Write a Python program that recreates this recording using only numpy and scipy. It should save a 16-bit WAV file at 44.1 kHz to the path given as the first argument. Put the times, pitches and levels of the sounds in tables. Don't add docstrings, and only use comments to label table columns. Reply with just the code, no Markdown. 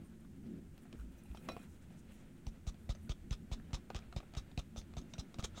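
import sys
import numpy as np
from scipy import signal
from scipy.fft import rfft, irfft
from scipy.io import wavfile
from scipy.ndimage import uniform_filter1d

SR = 44100
rng = np.random.default_rng(int(sys.argv[2]) if len(sys.argv) > 2 else 0)


def rack_gain(trim_db):
    fader = np.asarray(trim_db, float)
    return 10 ** (fader / 20)


def persist_wave(psi):
    counts = np.round(np.clip(psi, -1, 1) * 32767).astype(np.int16)
    wavfile.write(sys.argv[1], SR, np.atleast_2d(counts).T)


N = 246959
T = np.arange(N) / SR

# [t/s, crack level/dB, rim ring level/dB, body knock level/dB, length/ms]
SLAPS = [(2.4663, -45, -73, -40.5, 3.2), (2.667, -48, -52, -45, 1.7), (2.8915, -44.5, -56, -40, 3.8),
         (3.093, -41.5, -45, -44.5, 9.5), (3.308, -40.5, -56, -59, 2.7), (3.5139, -44.5, -72, -41.5, 27),
         (3.7311, -39, -43, -44, 3), (3.9467, -33, -42, -41, 1.24), (4.1621, -41, -50, -35.5, 5.3),
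         (4.3665, -46, -60, -46.5, 2.4), (4.5755, -38, -64, -32.5, 2.7), (4.7606, -50, -47, -42.5, 2.1),
         (4.967, -46.5, -58, -40, 2.8), (5.1805, -46, -63, -41.5, 5.2), (5.3847, -45, -60, -38.5, 15),
         (5.4255, -46, -53, -42.5, 3.3), (5.5463, -68, -51, -57, 2.7)]


def unit(x):
    return x / np.sqrt(np.mean(x ** 2))


def colour(x, points, lo_hz=0, hi_hz=SR):
    f = np.arange(1, len(x) // 2 + 2) * SR / len(x)
    hz, db = np.transpose(points)
    edges = 1 / (1 + (lo_hz / f) ** 6) / (1 + (f / hi_hz) ** 6)
    gain = rack_gain(np.interp(np.log(f), np.log(hz), db)) * edges
    return irfft(rfft(x) * gain, len(x))


def band(x, hz, q):
    return signal.lfilter(*signal.iirpeak(hz, q, SR), x)


def resonate(x, peaks):
    return sum(rack_gain(db) * unit(band(x, hz, hz / width)) for hz, width, db in peaks)


def walk(rate_hz):
    k = int(SR / rate_hz)
    held = np.repeat(rng.standard_normal(N // k + 1), k)[:N]
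    return unit(uniform_filter1d(uniform_filter1d(held, k), k))


def add(out, s, x):
    i = int(s * SR)
    out[i:i + len(x)] += x[:max(N - i, 0)]


def decay(t60_s, t):
    return np.exp(-np.log(1000) * t / t60_s)


def ring(hz, t60_s, t):
    return np.sin(2 * np.pi * hz * t) * decay(t60_s, t)


def kitchen():
    # [t/s, appliance load/dB, nearness of moving hands/dB]
    room = [(0, 3.5, -2.5), (.22, -1, -2.5), (.41, 2, -4.5), (.46, 8, -0.5), (.585, 6.5, 0.5),
            (.61, 2.5, -4), (.97, -1.5, 3), (1.1, -2, -2), (1.4, 0.5, 3), (1.5, 6, 10), (1.558, -0.5, 4.5),
            (1.86, 1, -0.5), (2.1, -3, 2), (2.5, -2, -1), (3.5, 1.5, 1.5), (4.2, -2.5, 1.5), (4.7, 0.5, 1),
            (5.6, 1, 2.5)]
    # [f/Hz, level/dB per Hz]
    air_spectrum = [(15, -25.5), (25, -16), (80, -8.5), (145, 1.5), (223, 4), (277, -16.5), (317, -14.5),
                    (489, -21), (695, -30), (1190, -37.5), (1290, -32.5), (1650, -33.5), (4730, -41.5),
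                    (7700, -55), (16000, -59)]
    # [f/Hz, level/dB per Hz]
    hiss_spectrum = [(4500, 0), (5500, -0.5), (7700, -0.5), (9500, -1), (11000, -9), (13000, -5.5),
                     (16000, -6.5)]
    # [f/Hz, width/Hz, level/dB]
    drone_peaks = [(172, 16, -3), (222, 11, 0), (260, 14, -4), (325, 25, -9)]
    # [f/Hz, width/Hz, level/dB]
    hum_peaks = [(79, 6, 0)]
    # [t/s, half length/s, level/dB]
    hum_swells = [
        (2.244, .2, 0),
        (3.122, 0.18, 4.5),
        (5.566, 0.15, 5.5),
    ]
    s, *columns = np.transpose(room)
    load_db, near_db = (np.interp(T, s, c) for c in columns)
    swell_db = sum(db * np.exp(-((T - at) / half) ** 2) for at, half, db in hum_swells)

    deep_db = -65 + 3.5 * walk(21)
    hum_db = -61 + .15 * load_db + swell_db + .89 * walk(12)
    drone_db = -57.5 + load_db + .7 * walk(14) + 1.7 * walk(22)
    air_db = -72 + near_db + .8 * walk(12) + 1.6 * walk(25.88)
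    hiss_db = -78

    noise = rng.standard_normal((6, N))
    deep = unit(colour(noise[0], air_spectrum, hi_hz=59))
    hum_bed = unit(colour(noise[5], air_spectrum, lo_hz=60, hi_hz=130))
    hum = unit(resonate(noise[5], hum_peaks) + rack_gain(-3) * hum_bed)
    drone_bed = unit(colour(noise[1], air_spectrum, lo_hz=120, hi_hz=470))
    drone = unit(drone_bed + rack_gain(1.5) * unit(resonate(noise[2], drone_peaks)))
    drone = unit(colour(drone, [(380, 0), (480, -10), (700, -24), (1000, -50)]))
    air = unit(colour(noise[3], air_spectrum, lo_hz=467, hi_hz=4610))
    hiss = unit(colour(noise[4], hiss_spectrum, lo_hz=4650))
    low = deep * rack_gain(deep_db) + hum * rack_gain(hum_db) + drone * rack_gain(drone_db)
    return low + air * rack_gain(air_db) + hiss * rack_gain(hiss_db)


def cup_squeaks():
    # [f/Hz, level/dB]
    partials = [(1080, -3), (5090, -16), (8690, -5), (9630, -4.5), (12700, -10)]
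    # [t/s, half length/ms, level/dB]
    squeezes = [
        (.05, 8, -74),
        (.066, 12, -74),
        (.17, 12, -84),
        (.207, 5.5, -73),
    ]
    out, t = np.zeros(N), T[:SR // 3]
    chance = rng.standard_normal((len(squeezes), len(partials)))
    for (s, half_ms, db), spot in zip(squeezes, chance):
        tones = sum(rack_gain(m_db + 2.5 * c) * np.sin(2 * np.pi * hz * t + c)
                    for (hz, m_db), c in zip(partials, spot))
        add(out, 0, rack_gain(db) * tones * np.exp(-((t - s) * 1000 / half_ms) ** 2))
    return out


def contacts():
    # [t/s, crack level/dB, rim
    # ring level/dB, body knock level/dB, length/ms]
    grips = [(0.248, -68, -53, -79, 3.8), (0.7785, -46.5, -54, -52, 1.03), (0.058, -76, -62, -72, 4),
             (0.853, -70, -57, -50, 3), (0.9272, -45.5, -51, -51, 2.1), (0.9957, -68.5, -46, -67, 2.7),
             (1.3124, -67, -63, -63, 3.6), (1.3468, -55.5, -49.5, -44, 24), (1.3715, -57, -51, -52, 3.5),
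             (1.4868, -39.5, -42, -28.5, 3.3), (1.4969, -50, -52, -44, 1.1), (1.52, -51, -62, -48, 2.9),
             (1.5651, -59, -55, -36.5, 3.3), (1.904, -65, -79, -53.5, 2.4), (5.395, -44, -42, -43.5, 1.5)]
    # [t/s, crack level/dB, rim ring level/dB, body knock level/dB]
    rattles = [(2.743, -58, -61, -55), (4.022, -71, -62, -72), (2.949, -52, -55, -48.5),
               (2.957, -59, -53, -74), (3.5982, -69, -60, -55), (3.7074, -60, -69, -52),
               (3.774, -66, -59, -53), (3.9017, -46.5, -37, -35.5), (3.989, -49, -51, -54),
               (4.1256, -47.5, -41, -45), (4.202, -51, -49, -47.5), (4.229, -71, -49, -47.5),
               (4.337, -47.5, -52, -46), (4.35, -43, -46, -48), (4.514, -55, -68, -51),
               (4.815, -50, -67, -55), (4.9369, -52, -46.5, -49), (5.015, -54, -78, -57),
               (5.136, -39, -41, -42), (5.2514, -83, -72, -65), (5.3423, -43.5, -44, -46.5),
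               (5.5777, -64, -52, -44)]
    rows = [(*r[:4], r[1] - 34, r[4]) for r in grips]
    for s, crack_db, rim_db, body_db, length_ms in SLAPS:
        sparkle_db = crack_db - 8 - 8 * (s - SLAPS[0][0])
        rows.append((s, crack_db, rim_db, body_db, sparkle_db, length_ms))
    return rows + [(*r, r[1] - 38, 2.6) for r in rattles]


def clicks():
    # [f/Hz, level/dB per Hz]
    crack_spectrum = [(1500, 0), (2400, 6), (4000, 5), (6500, 0.5), (8500, 0), (12000, -21), (16000, -7)]
    # [f/Hz, level/dB per Hz]
    thud_spectrum = [(300, 6.5), (500, 4.5), (900, -3), (1400, -29), (2500, -4.5), (4000, -30)]
    rim_hz, rim_t60_s = 1300, .027
    body_hz, body_t60_s = 700, .031
    gain_db, thud_db, thud_decay_s = -6.5, -9, .0075
    out, rings, t = np.zeros(N), np.zeros(N), T[:SR // 20]
    crack = unit(colour(rng.standard_normal(N), crack_spectrum, hi_hz=8000))
    sparkle = unit(colour(rng.standard_normal(N), crack_spectrum, lo_hz=9000))
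    thud = unit(colour(rng.standard_normal(N), thud_spectrum))
    soft = 1 - np.exp(-(t / .00065) ** 2)
    for s, crack_db, rim_db, body_db, sparkle_db, length_ms in contacts():
        a, b = rng.standard_normal(2)
        i = int(s * SR)
        puff = soft * (np.exp(-(t * 1000 / max(length_ms, .3)) ** 2) + rack_gain(-20) * np.exp(-t / .015))
        puff_level = np.std(puff ** 2) ** .5 / 2
        smeared = uniform_filter1d(puff, size=420)
        for db, noise, shape in ((crack_db, crack, puff), (sparkle_db, sparkle, smeared)):
            skin = shape * np.resize(noise[i:], len(t))
            add(out, s, rack_gain(db + gain_db) * skin * puff_level / np.std(skin))
        knock = soft * np.exp(-t / thud_decay_s) * np.resize(thud[i:], len(t))
        add(out, s, rack_gain(body_db + thud_db) * knock)
        rim = sum(ring(rim_hz * (1 + .064 * c), rim_t60_s, t) for c in (a, b))
        add(rings, s, .57 * rack_gain(rim_db - 6) * soft * rim)
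        body = ring(body_hz * (1 + .047 * b), body_t60_s, t)
        add(rings, s + .00082, -rack_gain(body_db - 5.5) * soft * body)
    return out + rings * (1 + .4 * walk(1200))


def rustle():
    # [t/s, half length/ms, centre f/Hz, level/dB,
    # nap level/dB]
    brushes = [(0.07, 40, 8800, -89, -100), (.47, 15, 4000, -80, -105), (0.524, 97, 240, -54, -110),
               (.945, 12, 260, -55.5, -110), (2.13, 90, 2800, -79.5, -110), (0.78, 0.96, 10500, -68, -70),
               (.83, 16, 9000, -78, -82), (0.899, 91, 1520, -78, -105), (1.005, 40, 7760, -79, -81),
               (1.004, 16, 1440, -78, -105), (1.13, 20, 9000, -82, -80), (1.183, 24, 7550, -80, -78),
               (1.2368, 1.2, 9400, -64, -80), (1.259, 22, 9100, -80, -100), (1.411, 140, 8450, -77.5, -78),
               (1.54, 38, 8300, -77, -78), (1.62, 48, 8100, -75.5, -80), (1.729, 51, 7200, -77.5, -82),
               (1.831, 14, 7200, -78, -100), (1.92, 15, 7450, -81, -100), (1.99, 22, 7060, -73, -95),
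               (2.14, 33, 8000, -76, -80), (2.189, 48, 6700, -79, -99), (2.83, 49, 9500, -83, -87),
               (3.05, 45, 9400, -78, -95), (5.11, 25, 6500, -79, -100), (5.32, 25, 8000, -80, -100)]
    nap_hz, spread, half_span_s = 15400, 1.11, .2
    out = np.zeros(N)
    u = np.arange(-SR // 5, SR // 5) / SR
    strokes = [r[:4] for r in brushes] + [(*r[:2], nap_hz, r[4]) for r in brushes]
    for s, half_ms, hz, db in strokes:
        noise = rng.standard_normal(len(u))
        hiss = unit(colour(noise, [(20, 0), (SR, 0)], lo_hz=hz / spread, hi_hz=hz * spread))
        patch = rack_gain(db) * hiss * np.exp(-np.abs(u * 1000 / half_ms) ** 3)
        start = max(int((half_span_s - s) * SR), 0)
        add(out, max(s - half_span_s, 0), patch[start:])
    return out * rack_gain(1.5 * walk(130) + 1.9 * walk(900))


def pings():
    # [t/s, level/dB, f/Hz, t60/ms]
    lift_pings = [(.248, -63, 1180, 28), (.853, -62, 1900, 15), (.9275, -54, 2400, 14),
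                  (.9275, -53, 4200, 12), (.955, -64, 1450, 20), (.989, -59, 1390, 22),
                  (.997, -61, 2800, 16), (1.013, -61, 1400, 25), (1.178, -62, 540, 60),
                  (1.184, -68, 5900, 70), (1.235, -61, 9300, 23), (1.254, -59, 820, 25),
                  (1.257, -70, 2670, 52), (1.313, -66, 3350, 30), (1.314, -65, 2500, 50),
                  (1.347, -49, 813, 23), (1.372, -50, 3150, 20), (1.372, -61, 6000, 20),
                  (1.372, -62, 8500, 20), (1.425, -66, 2500, 60), (1.455, -67, 2660, 90),
                  (1.487, -36, 1140, 22), (1.488, -46, 2080, 20), (1.488, -48, 3050, 16),
                  (1.488, -50, 6300, 18), (1.488, -45, 1600, 18), (1.498, -43, 1070, 23),
                  (1.499, -42, 500, 27), (1.514, -56, 3900, 18), (1.515, -53, 690, 130),
                  (1.516, -60, 5520, 40), (1.52, -59, 4400, 20), (1.5655, -44, 1030, 20),
                  (1.566, -40, 660, 24), (1.566, -46, 430, 26), (1.566, -57, 2300, 16),
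                  (1.566, -55, 3200, 20), (1.575, -51, 700, 40), (1.592, -65, 2490, 90),
                  (1.6, -67, 1350, 100)]
    # [t/s, level/dB, f/Hz, t60/ms]
    tap_pings = [(3.308, -43, 6100, 16), (3.307, -52, 2620, 16), (3.598, -54.5, 1690, 18),
                 (2.467, -50, 5900, 20), (2.892, -50, 3780, 24), (2.95, -54, 6200, 24),
                 (2.957, -63, 6100, 18), (2.972, -63, 1900, 25), (3.076, -63, 1460, 33),
                 (3.094, -52, 6000, 16), (3.707, -60, 1700, 16), (3.731, -46, 6060, 18),
                 (3.769, -55, 1000, 25), (3.902, -45, 4150, 13), (3.901, -55, 5600, 12),
                 (3.948, -44, 710, 20), (3.515, -42.5, 710, 25), (4.137, -56, 1200, 20),
                 (3.901, -58, 7040, 15), (3.935, -59, 3420, 14), (3.946, -42.5, 2590, 18),
                 (3.988, -61, 5170, 15), (4.023, -59, 2400, 18), (4.203, -51.5, 2520, 18),
                 (4.337, -57, 3320, 20), (4.349, -53, 2210, 26), (4.38, -44, 5330, 22),
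                 (4.515, -59, 3660, 25), (4.576, -43, 2500, 20), (4.577, -41, 3940, 17),
                 (4.606, -60, 1290, 35), (4.905, -69, 1340, 30), (5.015, -58, 6400, 22),
                 (5.137, -43.5, 3710, 22), (5.137, -41, 5750, 18), (5.136, -56, 7300, 12),
                 (5.154, -57, 1380, 33), (5.156, -63, 3200, 15), (5.197, -41.5, 5190, 21),
                 (5.251, -66, 2050, 18)]
    out, t = np.zeros(N), T[:SR // 10]
    for s, db, hz, t60_ms in lift_pings + tap_pings:
        pair = ring(hz, t60_ms / 1000, t) + .6 * ring(hz * 1.045, t60_ms / 1000, t)
        add(out, s, rack_gain(db) * pair * (1 - np.exp(-(t / .00087) ** 2)))
    return out


def counter():
    # [t/s, level/dB, f/Hz, t60/s]
    knocks = [
        (0.995, -40.5, 54, 0.55),
        (1.3, -35.5, 57, 0.18),
        (1.6, -52, 72, 0.11),
        (1.6, -44.5, 203, 0.089),
        (0.68, -41, 154, 0.015),
    ]
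    out, t = np.zeros(N), T[:SR // 2]
    for s, db, hz, t60_s in knocks:
        add(out, s, rack_gain(db) * ring(hz, t60_s, t) * (1 - np.exp(-t * hz / .28)))
    return out


def bowl():
    # [f/Hz, level/dB, t60/s]
    modes = [(484, -6, .13), (1340, -11, .23), (2482, -4, .13), (2660, -17, .1), (3607, -18, .11),
             (3953, 1, .07), (3925, -22, .25), (4390, -12, .03), (5529, -8, .09), (5965, -22, .08),
             (7354, -32, .1), (8586, -30, .06), (9168, -24, .1)]
    # [t/s, level/dB]
    strikes = [
        (.997, -72),
        (1.185, -80),
        (1.26, -78),
        (1.374, -66),
        (1.491, -47),
        (1.518, -62),
        (1.615, -70),
    ]
    # [t/s, level/dB]
    rub = [(1.05, -97), (1.19, -81), (1.24, -83), (1.4, -80), (1.55, -77), (1.63, -79), (1.7, -95)]
    out, t = np.zeros(N), T[:SR // 2]
    chance = rng.standard_normal((len(strikes), len(modes)))
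    for (s, db), spot in zip(strikes, chance):
        add(out, s, sum(rack_gain(db + m_db + 1.5 * c) * ring(hz, t60_s, t)
                        for (hz, m_db, t60_s), c in zip(modes, spot)))
    out *= 1 + .12 * walk(120)
    peaks = [(hz, 30, db / 2) for hz, db, _ in modes[1:4]] + [(5470, 60, -11)]
    singing = unit(resonate(rng.standard_normal(N), peaks))
    rub_db = np.interp(T, *np.transpose(rub), left=-140, right=-140)
    return out + singing * rack_gain(rub_db + 2 * walk(25))


def thumps():
    # [crest t/s, swing level/dB, slowness/1, handle shiver f/Hz, shiver level/dB re swing]
    blows = [(2.4753, -36, 1.12, 110, -7), (2.6779, -32.5, .99, 143, -9), (2.9002, -31, 1.0, 114, -3.5),
             (3.1022, -32, 1.02, 127, -2.5), (3.3161, -32, 1.02, 136, .5), (3.5228, -33.5, 1.03, 138, -2.5),
             (3.7387, -33.5, 1.02, 133, 1), (3.9564, -37, .97, 140, -3.5), (4.1696, -35.5, 1.0, 131, 3),
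             (4.375, -34, .86, 131, -4.5), (4.5826, -34.5, .9, 137, 0), (4.7799, -39, .97, 141, -11),
             (4.976, -37, .8, 150, -4), (5.1908, -37, .8, 150, -6), (5.394, -35.5, .9, 140, -3),
             (5.436, -37.5, .97, 172, -6)]
    crest_s, first_s, bend, rise_s, fall_s = .006, .0031, .572, .0075, .0154
    change_s = 5.396
    out, t = np.zeros(N), T[:SR // 10]
    for s, db, slow, hz, shiver_db in blows:
        u = t / slow
        swing = -np.sin(np.pi * (u / first_s) ** bend)
        swing *= (1 - np.exp(-(u / rise_s) ** 2)) * np.exp(-u / fall_s - (u / .066) ** 2)
        shiver = np.cos(2 * np.pi * hz * (t - crest_s * slow))
        shiver *= (1 - np.exp(-(t * 1000) ** 2)) * decay(.065, t)
        blow = swing / swing.max() + rack_gain(shiver_db) * shiver
        at = s - crest_s * slow
        if at < change_s < at + .03:
            blow = blow * (at + t < change_s)
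        add(out, at, rack_gain(db) * blow)
    return out


def flour():
    # [densest t/s, level/dB, half length/ms, brightness/dB, trickle level/dB]
    throws = [(2.487, -64.5, 9.2, 10, -26), (2.684, -53, 15, 6, -34), (2.911, -47.5, 12, 2.5, -39),
              (3.114, -47.5, 9.9, 1.5, -42), (3.326, -49, 16.6, 3, -25), (3.534, -51, 11, 3.5, -16),
              (3.748, -47.5, 11.4, 2, -12), (3.967, -51, 17.7, -1.5, -27), (4.178, -50.5, 11, 2, -23),
              (4.379, -51.5, 17, 5.5, -25), (4.591, -52, 9.3, 3, -13), (4.783, -54, 16.6, 8.5, -11.5),
              (4.982, -53.5, 10.7, 4, -10), (5.197, -50.5, 12.6, 5, -23), (5.4, -55, 9.6, 5, -11),
              (5.447, -40, 8.5, 3.5, -43), (5.595, -50, 30, 1.5, -35)]
    # [rim level/dB, middle f/Hz, middle level/dB, fine f/Hz, fine level/dB]
    zones = [(-79, 3690, -77, 5450, -76), (-69, 3960, -62, 6040, -64), (-58, 3810, -59, 5340, -63),
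             (-59, 3210, -56, 6300, -65), (-62, 3460, -61, 5290, -62), (-66, 3900, -60, 5250, -65),
             (-61, 3790, -60, 5260, -57), (-61, 3180, -62, 5380, -63), (-65, 3810, -61, 5120, -63),
             (-61, 3800, -58, 6210, -60), (-65, 3990, -61, 5210, -68), (-65, 3640, -62, 6150, -60),
             (-63, 3650, -63, 6220, -63), (-62, 3890, -58, 5840, -59), (-60, 3800, -67, 6430, -69),
             (-57, 3560, -52, 6430, -55), (-60, 3750, -64, 6400, -70)]
    # [t/s, extra level/dB]
    clumps = [(2.696, 2), (2.903, -1), (2.917, 0), (3.104, 0), (3.118, 0.5), (3.123, -0.5), (3.332, 2.5),
              (3.352, 8), (3.534, 2), (3.541, 2), (3.746, 6), (3.752, 1), (3.772, 6), (3.957, 4),
              (3.964, 11.5), (3.972, 1), (4.178, 3), (4.372, 3), (4.383, 0.5), (4.592, 5), (4.598, 3),
              (4.781, 3.5), (4.788, 4.5), (4.813, 11), (4.985, 2.5), (5.196, 5.5), (5.211, 4), (5.432, -3),
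              (5.447, 1.5), (5.455, 3)]
    # [f/Hz, level/dB per Hz]
    mesh_spectrum = [(290, 5), (500, 0.5), (1280, -4.5), (1710, -11), (2360, -7), (2970, -6), (3540, 0.5),
                     (4270, -6), (5230, -7.5), (6320, -6.5), (9900, -25.5), (15100, -35.5), (16000, -24)]
    zone_rim_hz, zone_width_hz, zone_trim_db = 1240, (170, 450, 440), (-2.5, .4, -.1)
    zone_trickle = .63
    clump_ms, split_hz, trickle_s = 1.4, 4800, .032
    uneven_hz = (700, 1700, 2500, 4400, 7200, 9500)

    flow, bright, singing, clump_db = np.zeros((4, N))
    size = np.minimum(rng.exponential(size=N), 4.5)
    grains = unit(rng.standard_normal((3, N)) * rack_gain(3.5 * size)) * rack_gain(1.8 * walk(250))
    span = T[:SR // 50] - .01
    for s, db in clumps:
        add(clump_db, s + span[0], db * np.exp(-(span * 1000 / clump_ms) ** 2))
    grains = grains * rack_gain(clump_db)

    for (s, db, half_ms, bright_db, trickle_db), slap, zone in zip(throws, SLAPS, zones):
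        slap_s = slap[0]
        near = slice(int((min(slap_s, s - .04) - .01) * SR), int((s + .1) * SR))
        u = T[near] - s
        steeper = np.where(u > 0, 1.06, 1)
        throw = np.exp(-np.abs(u * 830 / half_ms * steeper) ** 2.37)
        trickle = rack_gain(trickle_db) * (u > 0) * np.exp(-(u / trickle_s) ** 2)
        landed = np.clip((T[near] - slap_s) / .0017, 0, 1)
        hump = landed * (throw + trickle)
        sung = landed * (throw + zone_trickle * trickle)
        flow[near] += rack_gain(db) * hump
        bright[near] += rack_gain(db + bright_db) * hump
        rim_db, mid_hz, mid_db, fine_hz, fine_db = zone
        zone_db = np.add((rim_db, mid_db, fine_db), zone_trim_db)
        for hz, level_db, width in zip((zone_rim_hz, mid_hz, fine_hz), zone_db, zone_width_hz):
            wires = band(band(grains[2, near], hz, hz / width), hz, hz / width) * sung
            singing[near] += rack_gain(level_db) * wires * np.sqrt(np.sum(sung ** 2) / np.sum(wires ** 2))

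    out = singing
    edges = (dict(lo_hz=346, hi_hz=split_hz), dict(lo_hz=split_hz))
    for grain, rate, edge in zip(grains, (flow, bright), edges):
        mesh = colour(grain * rate, mesh_spectrum) / np.std(colour(grain, mesh_spectrum))
        mesh = mesh + sum((rack_gain(2 * walk(14)) - 1) * band(mesh, hz, 4) for hz in uneven_hz)
        out = out + rack_gain(-2.5) * colour(mesh, [(20, 0), (SR, 0)], **edge)
    return out


def tiles(near):
    t = T[:SR // 4]
    tail = unit(rng.standard_normal(len(t))) * decay(.11, t) * (t > .004)
    return rack_gain(-36.5) * signal.fftconvolve(near, tail)[:N]


def scene():
    near = cup_squeaks() + clicks() + pings() + counter() + bowl() + flour()
    return (kitchen() + near + tiles(near) + rustle() + thumps())[None]


def roll_off(x):
    return signal.sosfilt(signal.butter(12, 16000, fs=SR, output="sos"), x)


def record(dry):
    top_cut = signal.ellip(8, .2, 60, 15800, fs=SR, output="sos")
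    mix = signal.sosfilt(top_cut, dry) + .0005
    return roll_off(mix)


dry = scene()
out = record(dry)
persist_wave(out)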